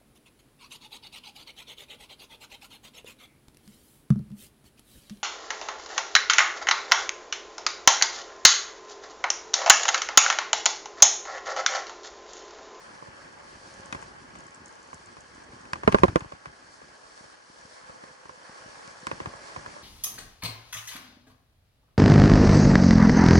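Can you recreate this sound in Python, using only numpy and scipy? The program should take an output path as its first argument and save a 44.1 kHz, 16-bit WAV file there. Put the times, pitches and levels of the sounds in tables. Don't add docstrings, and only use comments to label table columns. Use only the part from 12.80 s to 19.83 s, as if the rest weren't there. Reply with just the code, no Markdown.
import sys
import numpy as np
from scipy import signal
from scipy.fft import rfft, irfft, next_fast_len
from scipy.io import wavfile
from scipy.ndimage import uniform_filter1d, map_coordinates

SR = 44100
rng = np.random.default_rng(int(sys.argv[2]) if len(sys.argv) > 2 else 0)


def materialize(psi):
    bounded = np.clip(np.atleast_2d(psi).T, -1, 1)
    quanta = np.round(bounded * 32767).astype(np.int16)
    wavfile.write(sys.argv[1], SR, quanta)


N = 309924

# start_s, force_db, hardness_db_per_octave, padding_thud_db
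MOUNT_KNOCKS = [(0.223, -35.5, -17, -56), (0.27, -37, -17, -42), (1.125, -13.5, 1, -34.5),
                (1.147, -21.5, -8, -40), (1.224, -29, -4, -55), (1.552, -33, -2, -50),
                (2.129, -29, -4, -44), (2.367, -31.5, -7, -45), (2.853, -34, -2.5, -52),
                (2.932, -12.5, 1.5, -33), (2.956, -24, -8, -42), (3.033, -19, -9.5, -31),
                (3.075, -1.5, -9, -23), (3.118, -23, -5, -23.5), (3.123, -12, -2, -30),
                (3.144, -4, -13, -33), (3.184, -16, -2.5, -29), (3.233, -1, -8, -23),
                (3.281, -17, -5.5, -30), (3.357, -7.5, -2, -34.5), (3.406, -24.5, -3.5, -32),
                (3.444, -34.5, -19, -38), (3.52, -24.5, -10, -41), (3.656, -24.5, -7.5, -41),
                (4.016, -36, -11, -52), (4.44, -36, -8, -53), (5.095, -34, -11, -57),
                (5.237, -35, -15, -60), (5.454, -35.5, -11, -61), (5.493, -30.5, -11, -55),
                (6.075, -37, 6.5, -44.5), (6.268, -12, 2, -37), (6.313, -17.5, -11, -33.5),
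                (6.401, -22, -11, -35), (6.457, -20, -9, -30.5), (6.535, -34, -18, -45),
                (6.761, -22, -12.5, -35), (6.86, -25, -10, -43), (6.964, -35.5, -14, -54)]
# time_s, rumble_db, rush_db
RIDE_LEVELS = [(0.0, -59.5, -52.5), (0.81, -58.5, -52.5), (1.06, -56, -50.5), (1.31, -57, -53.5),
               (1.59, -55, -53.5), (1.9, -60.5, -54.5), (2.47, -61, -56), (2.79, -57.5, -54.5),
               (3.6, -65.5, -57), (3.91, -63, -56.5), (4.2, -67.5, -56), (4.69, -68.5, -57.5),
               (5.05, -66.5, -54), (5.46, -69.5, -56), (5.85, -64.5, -51.5), (6.18, -66, -51.5),
               (6.44, -58.5, -51), (6.73, -58.5, -50), (7.03, -58, -51.5)]


def mount_knocks():
    port_db = [
        [14],
        [11],
    ]
    out, t = np.zeros((2, N)), np.arange(SR // 14) / SR
    no_bass = signal.butter(2, 240, "high", fs=SR, output="sos")
    crisp = signal.butter(2, [2000, 7500], "band", fs=SR, output="sos")
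    for start_s, force_db, hardness, _ in MOUNT_KNOCKS:
        ring_share = np.clip(0.89 - 0.0051 * hardness, .2, 3)
        crack_db = -15.5 + 1.24 * hardness - 0.18 * force_db
        scrape_db = -28.5 - 0.37 * hardness
        tilt = lambda hz: amp(hardness * np.log2(np.maximum(hz, 800) / 1000))
        fade = lambda t60: decay(t, 0.35 * ring_share * t60) + amp(-16) * decay(t, ring_share * t60)
        ring = case_ring(t, tilt, fade)
        grit = rng.standard_normal((3, len(t)))
        force = amp(scrape_db) * decay(t, 0.031) * grit[2]
        force[0] = 1
        body = signal.fftconvolve(ring, force[None], axes=1)[:, :len(t)]
        crack = signal.sosfilt(crisp, ports(grit[0], 0.44 * grit[1]))
        crack *= decay(t, 0.0045) + amp(-22) * decay(t, 0.015)
        knock = (body + amp(crack_db) * crack) * attack(t, 0.00087)
        add(out, start_s + .0006, amp(force_db) * amp(port_db) * knock)
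    return signal.sosfilt(no_bass, out)


def mount_slams():
    # first_contact_s, level_db, contact_gap_s, share_kept_per_contact
    slams = [(3.0785, 2.5, .0047, .52), (3.1467, 2, .0049, .47), (3.236, 3, .0055, .7),
             (3.3597, -1.5, .006, .44)]
    out, age = np.zeros((2, N)), np.arange(SR // 8) / SR
    sharp_hz, broad_hz, lead_s = 430, 190, np.array([[.0006], [0]])
    t, sharp = pulse(sharp_hz, 0.42, lead_s)
    contact = amp([[-8], [-1.5]]) * sharp * np.cos(2 * np.pi * sharp_hz * t)
    t, broad = pulse(broad_hz, 0.11, lead_s / 2)
    contact += amp([[-17], [-13]]) * broad * np.cos(2 * np.pi * broad_hz * t)
    walls = lambda hz: np.exp(-np.log(hz / 1080) ** 2 / 0.12)
    for start_s, db, gap_s, kept in slams:
        for bounce in range(4):
            add(out, start_s - .03 + bounce * gap_s, -amp(db) * kept ** bounce * contact)
        ring = case_ring(age, walls, lambda t60: decay(age, 1.27 * t60) * attack(age, 0.0013))
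        add(out, start_s - .0015, amp(db - 11) * ring)
    return out


def case_ring(t, strength, fade):
    # pitch_hz, free_t60_s, left_db, right_db, left_lead_rad
    case_modes = [(310, 0.055, 2, -4, 3.5), (565, 0.045, -5.5, 8, 8), (660, 0.054, 0, -7, 2.5),
                  (917, 0.069, 5.5, 0.5, 3.5), (1043, 0.04, 3, 17, -2.5), (1134, 0.034, 12, 10, -2.5),
                  (1393, 0.027, 8, 16.5, 3.5), (1620, 0.016, 12, 21, 1.5), (2020, 0.0081, 22, 19.5, 1.14),
                  (2550, 0.004, -1, -13, -7), (2480, 0.062, 0, 1, 1.54), (3220, 0.0098, -28, -9, 2),
                  (4700, .01, -19, -21, -11), (5100, 0.012, -19, -6, -18), (5700, 0.012, -5, -4, 13),
                  (7300, .008, -12, -24.5, -13)]
    hz, t60, left_db, right_db, lead = np.transpose(case_modes)[:, :, None]
    envelope = amp(rng.normal(0, 2, hz.shape)) * strength(hz) * fade(t60)
    phase = 2 * np.pi * hz * t
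    left = (amp(left_db) * envelope * np.sin(phase + lead)).sum(0)
    right = (amp(right_db) * envelope * np.sin(phase)).sum(0)
    ring = -np.array([left, right])
    return ring / np.abs(ring).max()


def padding_thuds():
    # centre_s, level_db, pitch_hz
    jolts = [(0.226, -46, 190), (0.999, -41, 188), (1.15, -37, 269), (1.42, -45.5, 161), (1.697, -46, 226),
             (2.582, -39.5, 256), (2.688, -41, 269), (2.736, -39.5, 187), (2.81, -46, 166),
             (3.103, -28, 197), (3.223, -28, 103), (3.288, -21, 100), (3.332, -34, 129),
             (4.047, -48.5, 242), (4.41, -45.5, 186), (4.701, -44.5, 234), (4.853, -44.5, 186),
             (5.098, -44.5, 174), (5.238, -40, 279), (5.696, -42.5, 249), (5.862, -42.5, 201),
             (6.232, -42, 210), (6.45, -47, 95), (6.767, -38, 277)]
    out = np.zeros((2, N))
    muffle = signal.butter(2, 900, fs=SR, output="sos")
    answers = [(s + 0.0041, db, 178) if hardness > -1.5 else (s + .017, db, 118)
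               for s, _, hardness, db in MOUNT_KNOCKS]
    faint = [(.05 + when * N / SR * .98, -52.5 + 6 * size, 159 * 2 ** octaves)
             for when, size, octaves in rng.random((16, 3)) - [0, .5, .5]]
    for centre_s, db, hz in jolts + answers + faint:
        t, envelope = pulse(hz, cycles=0.44)
        crush = signal.sosfilt(muffle, rng.standard_normal(len(t)))
        thud = envelope * (crush - np.sin(2 * np.pi * hz * t + 1.2))
        add(out, centre_s - .03, amp([[db + 1.5], [db - .8]]) * thud)
    return out


def buckle_ticks():
    # pitch_hz, nominal_width_hz, level_db
    buckle_modes = [(5210, 300, -9), (5820, 250, -13), (6530, 300, 0), (7350, 260, -4), (7900, 300, -8),
                    (8730, 300, -9), (9500, 400, -12)]
    # start_s, level_db
    ticks = [(0.5252, -47), (0.9394, -38.5), (1.006, -41), (1.057, -36), (1.2156, -41), (1.2294, -42),
             (1.5579, -44), (1.5864, -42), (1.604, -41), (1.6666, -39.5), (1.7452, -37), (1.858, -36),
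             (1.88, -39.5), (2.0288, -42), (2.073, -44), (2.137, -42), (2.143, -32.5), (2.258, -39.5),
             (2.4055, -40), (2.5472, -43), (2.811, -47), (3.0944, -41), (3.1911, -34), (3.3937, -41),
             (6.1055, -43), (6.2023, -41), (6.5585, -43), (6.6426, -44)]
    out, t = np.zeros((2, N)), np.arange(SR // 30) / SR
    hz, width_hz, mode_db = np.transpose(buckle_modes)[:, :, None]
    scatter_db = 3
    rebounds = [(s + .011 * rng.uniform(0.89, 1.0), db - 13 + rng.normal(0, scatter_db))
                for s, db in ticks]
    faint = [(rng.uniform(.3, 3.0), -46 + rng.normal(0, scatter_db)) for _ in range(8)]
    for start_s, db in ticks + rebounds + faint:
        strength, offset, spread = rng.standard_normal((3, len(hz), 1))
        envelope = amp(mode_db + scatter_db * strength) * np.exp(-.6 * np.pi * width_hz * t)
        phase = 2 * np.pi * hz * t + 3 * offset
        click = amp(-6) * decay(t, 0.0081) * np.diff(rng.standard_normal(len(t) + 2), 2)
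        ring = np.array([(envelope * np.sin(phase + side * 0.51 * spread)).sum(0) for side in (1, -1)])
        add(out, start_s, amp(db) * (ring + click) * attack(t, 0.00147))
    return out


def helmet_rattle():
    t = np.arange(N) / SR
    return sum(amp(db) * decay(np.abs(t - s), t60=0.29) * (t > s) for s, db, *_ in MOUNT_KNOCKS)


def tyre_rumble(ground, rattle):
    # frequency_hz, level_db
    spectrum = [(18, -25), (30, -3.5), (129, -4), (194, -3), (330, -3), (430, -6.5), (730, -120)]
    rumble_db, _ = curves(RIDE_LEVELS)
    rumble = ports(cavity_noise(spectrum, 2, 3), amp(-11) * cavity_noise(spectrum, 2, 3))
    lumps_db = 1.2 * ground + 1.5 * wobble(30)
    return (amp(rumble_db) + amp(-36.5) * rattle) * amp(lumps_db) * rumble


def drive_rush(ground, rattle):
    # frequency_hz, level_db
    shared = [(150, -25.5), (250, -19), (402, -8), (512, -1.5), (763, -5), (842, -3.5), (1110, -4),
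              (1250, -6), (1650, -4), (2110, -9), (2810, -15), (3130, -15.5), (3500, -23), (4550, -82),
              (7700, -120)]
    opposed = [(71, -55), (120, -30.5), (322, -10), (404, -10), (559, -8.5), (752, -10), (853, -4),
               (969, -12.5), (1320, -4.5), (1800, -11.5), (2110, -14.5), (3170, -23), (3500, -23),
               (4550, -45), (7700, -120)]
    _, rush_db = curves(RIDE_LEVELS)
    rush = ports(cavity_noise(shared, 1.47, 0.71), amp(2) * cavity_noise(opposed, 1.4, 2.8))
    return (amp(rush_db) + amp(-44) * rattle) * amp(0.52 * ground) * rush


def chain_hiss(ground, rattle):
    # frequency_hz, level_db
    shared = [(1940, -48), (3300, -8), (3710, -8.5), (4460, -2.5), (5690, -3), (7580, -8), (8090, -10),
              (8860, -9.5), (11000, -17.5), (14300, -48), (22000, -120)]
    opposed = [(1940, -34), (3300, -10), (3510, -9.5), (5330, -3), (7130, -12.5), (8950, -15.5),
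               (11000, -24), (14300, -50), (22000, -120)]
    # time_s, level_db
    surges = [(0, -57.5), (.21, -61), (.53, -61), (.89, -56), (1.39, -62), (2.27, -61.5), (3.01, -62),
              (3.7, -64), (3.95, -59), (4.15, -62.5), (4.36, -58), (4.62, -62.5), (4.92, -58), (5.22, -61),
              (5.42, -62), (5.77, -57), (6.05, -57), (6.5, -56.5), (6.71, -54), (7.03, -56.5)]
    hiss_db, = curves(surges)
    hiss = ports(cavity_noise(shared, 0.61, 0.36), amp(-4) * cavity_noise(opposed, 1.2, .9))
    flicker_db = 0.75 * ground + 0.67 * wobble(40)
    return (amp(hiss_db) + amp(-54.5) * rattle) * amp(flicker_db) * hiss


def motor_whine():
    # time_s, pitch_hz, level_db
    throttle = [(0, 563, -67), (.5, 569.7, -69.5), (1.0, 542, -56.5), (1.3, 546, -65), (4.7, 502, -97.5),
                (4.9, 506, -64), (5.66, 523, -62.5), (6.15, 520, -62), (6.5, 544, -58.5), (7.03, 590, -60)]
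    hz, db = curves(throttle)
    phase = 2 * np.pi * np.cumsum(hz + 14 * wobble(55)) / SR
    tone = np.sin(phase) + amp(-6) * np.sin(2 * phase)
    return amp(db + 3.7 * wobble(25)) * tone


def cavity_noise(spectrum, patchy_db, grainy_db):
    # centre_hz, width_hz, lift_db
    resonances = [(860, 60, 3), (1100, 90, 4), (1660, 110, 5), (3080, 150, 3), (4450, 200, 4),
                  (5650, 200, 2.5)]
    bins = signal.stft(rng.standard_normal(N), nperseg=512)[2]
    patches = uniform_filter1d(rng.standard_normal(bins.shape), size=6, axis=0)
    patches = unit_rms(uniform_filter1d(patches, size=12, axis=1))
    patchy = signal.istft(bins * amp(patchy_db * patches), nperseg=512)[1][:N]
    grainy = patchy * amp(grainy_db * wobble(260))
    knot_hz, knot_db = np.transpose(spectrum)
    colour_db = lambda hz: np.interp(np.log(hz + 1), np.log(knot_hz + 1), knot_db)
    lift_db = lambda hz: sum(db / (1 + (2 * (hz - mid) / width) ** 2) for mid, width, db in resonances)
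    return unit_rms(filtered(grainy, lambda hz: amp(colour_db(hz) + lift_db(hz))))


def amp(db):
    return 10 ** (np.asarray(db) / 20)


def unit_rms(x):
    return x / np.sqrt(np.mean(x ** 2) + 1e-20)


def attack(t, rise_s):
    return 1 - np.exp(-(t / rise_s) ** 2)


def decay(t, t60):
    return amp(-60 * t / t60)


def pulse(hz, cycles, lead_s=0.):
    t = np.arange(int(.06 * SR)) / SR - .03 + lead_s
    return t, np.exp(-(t * hz / cycles) ** 2)


def curves(rows):
    time_s, *columns = np.transpose(rows)
    return [np.interp(np.arange(N) / SR, time_s, column) for column in columns]


def wobble(rate):
    return map_coordinates(rng.standard_normal(int(N * rate / SR) + 4), [np.arange(N) * rate / SR])


def filtered(x, response):
    size = next_fast_len(N + SR // 2)
    return irfft(rfft(x, size) * response(np.fft.rfftfreq(size, 1 / SR)), size)[..., :N]


def ports(shared, opposed):
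    return np.array([shared + opposed, shared - opposed])


def add(track, start_s, sound):
    part = track[:, round(start_s * SR):][:, :sound.shape[1]]
    part += sound[:, :part.shape[1]]


def scene():
    ground, rattle = wobble(15), helmet_rattle()
    ride = tyre_rumble(ground, rattle) + drive_rush(ground, rattle) + chain_hiss(ground, rattle)
    return ride + motor_whine() + mount_knocks() + mount_slams() + padding_thuds() + buckle_ticks()


def record(dry):
    band_hz, splash_hz, ceiling = 11030, 15000, .99
    thin = signal.sosfilt(signal.butter(3, 44, "high", fs=SR, output="sos"), dry)
    band = filtered(thin, lambda hz: hz < band_hz)
    clipped = np.clip(band, -ceiling, ceiling)
    return filtered(clipped, lambda hz: 1 / (1 + (hz / splash_hz) ** 24))


dry = scene()
out = record(dry)
materialize(out)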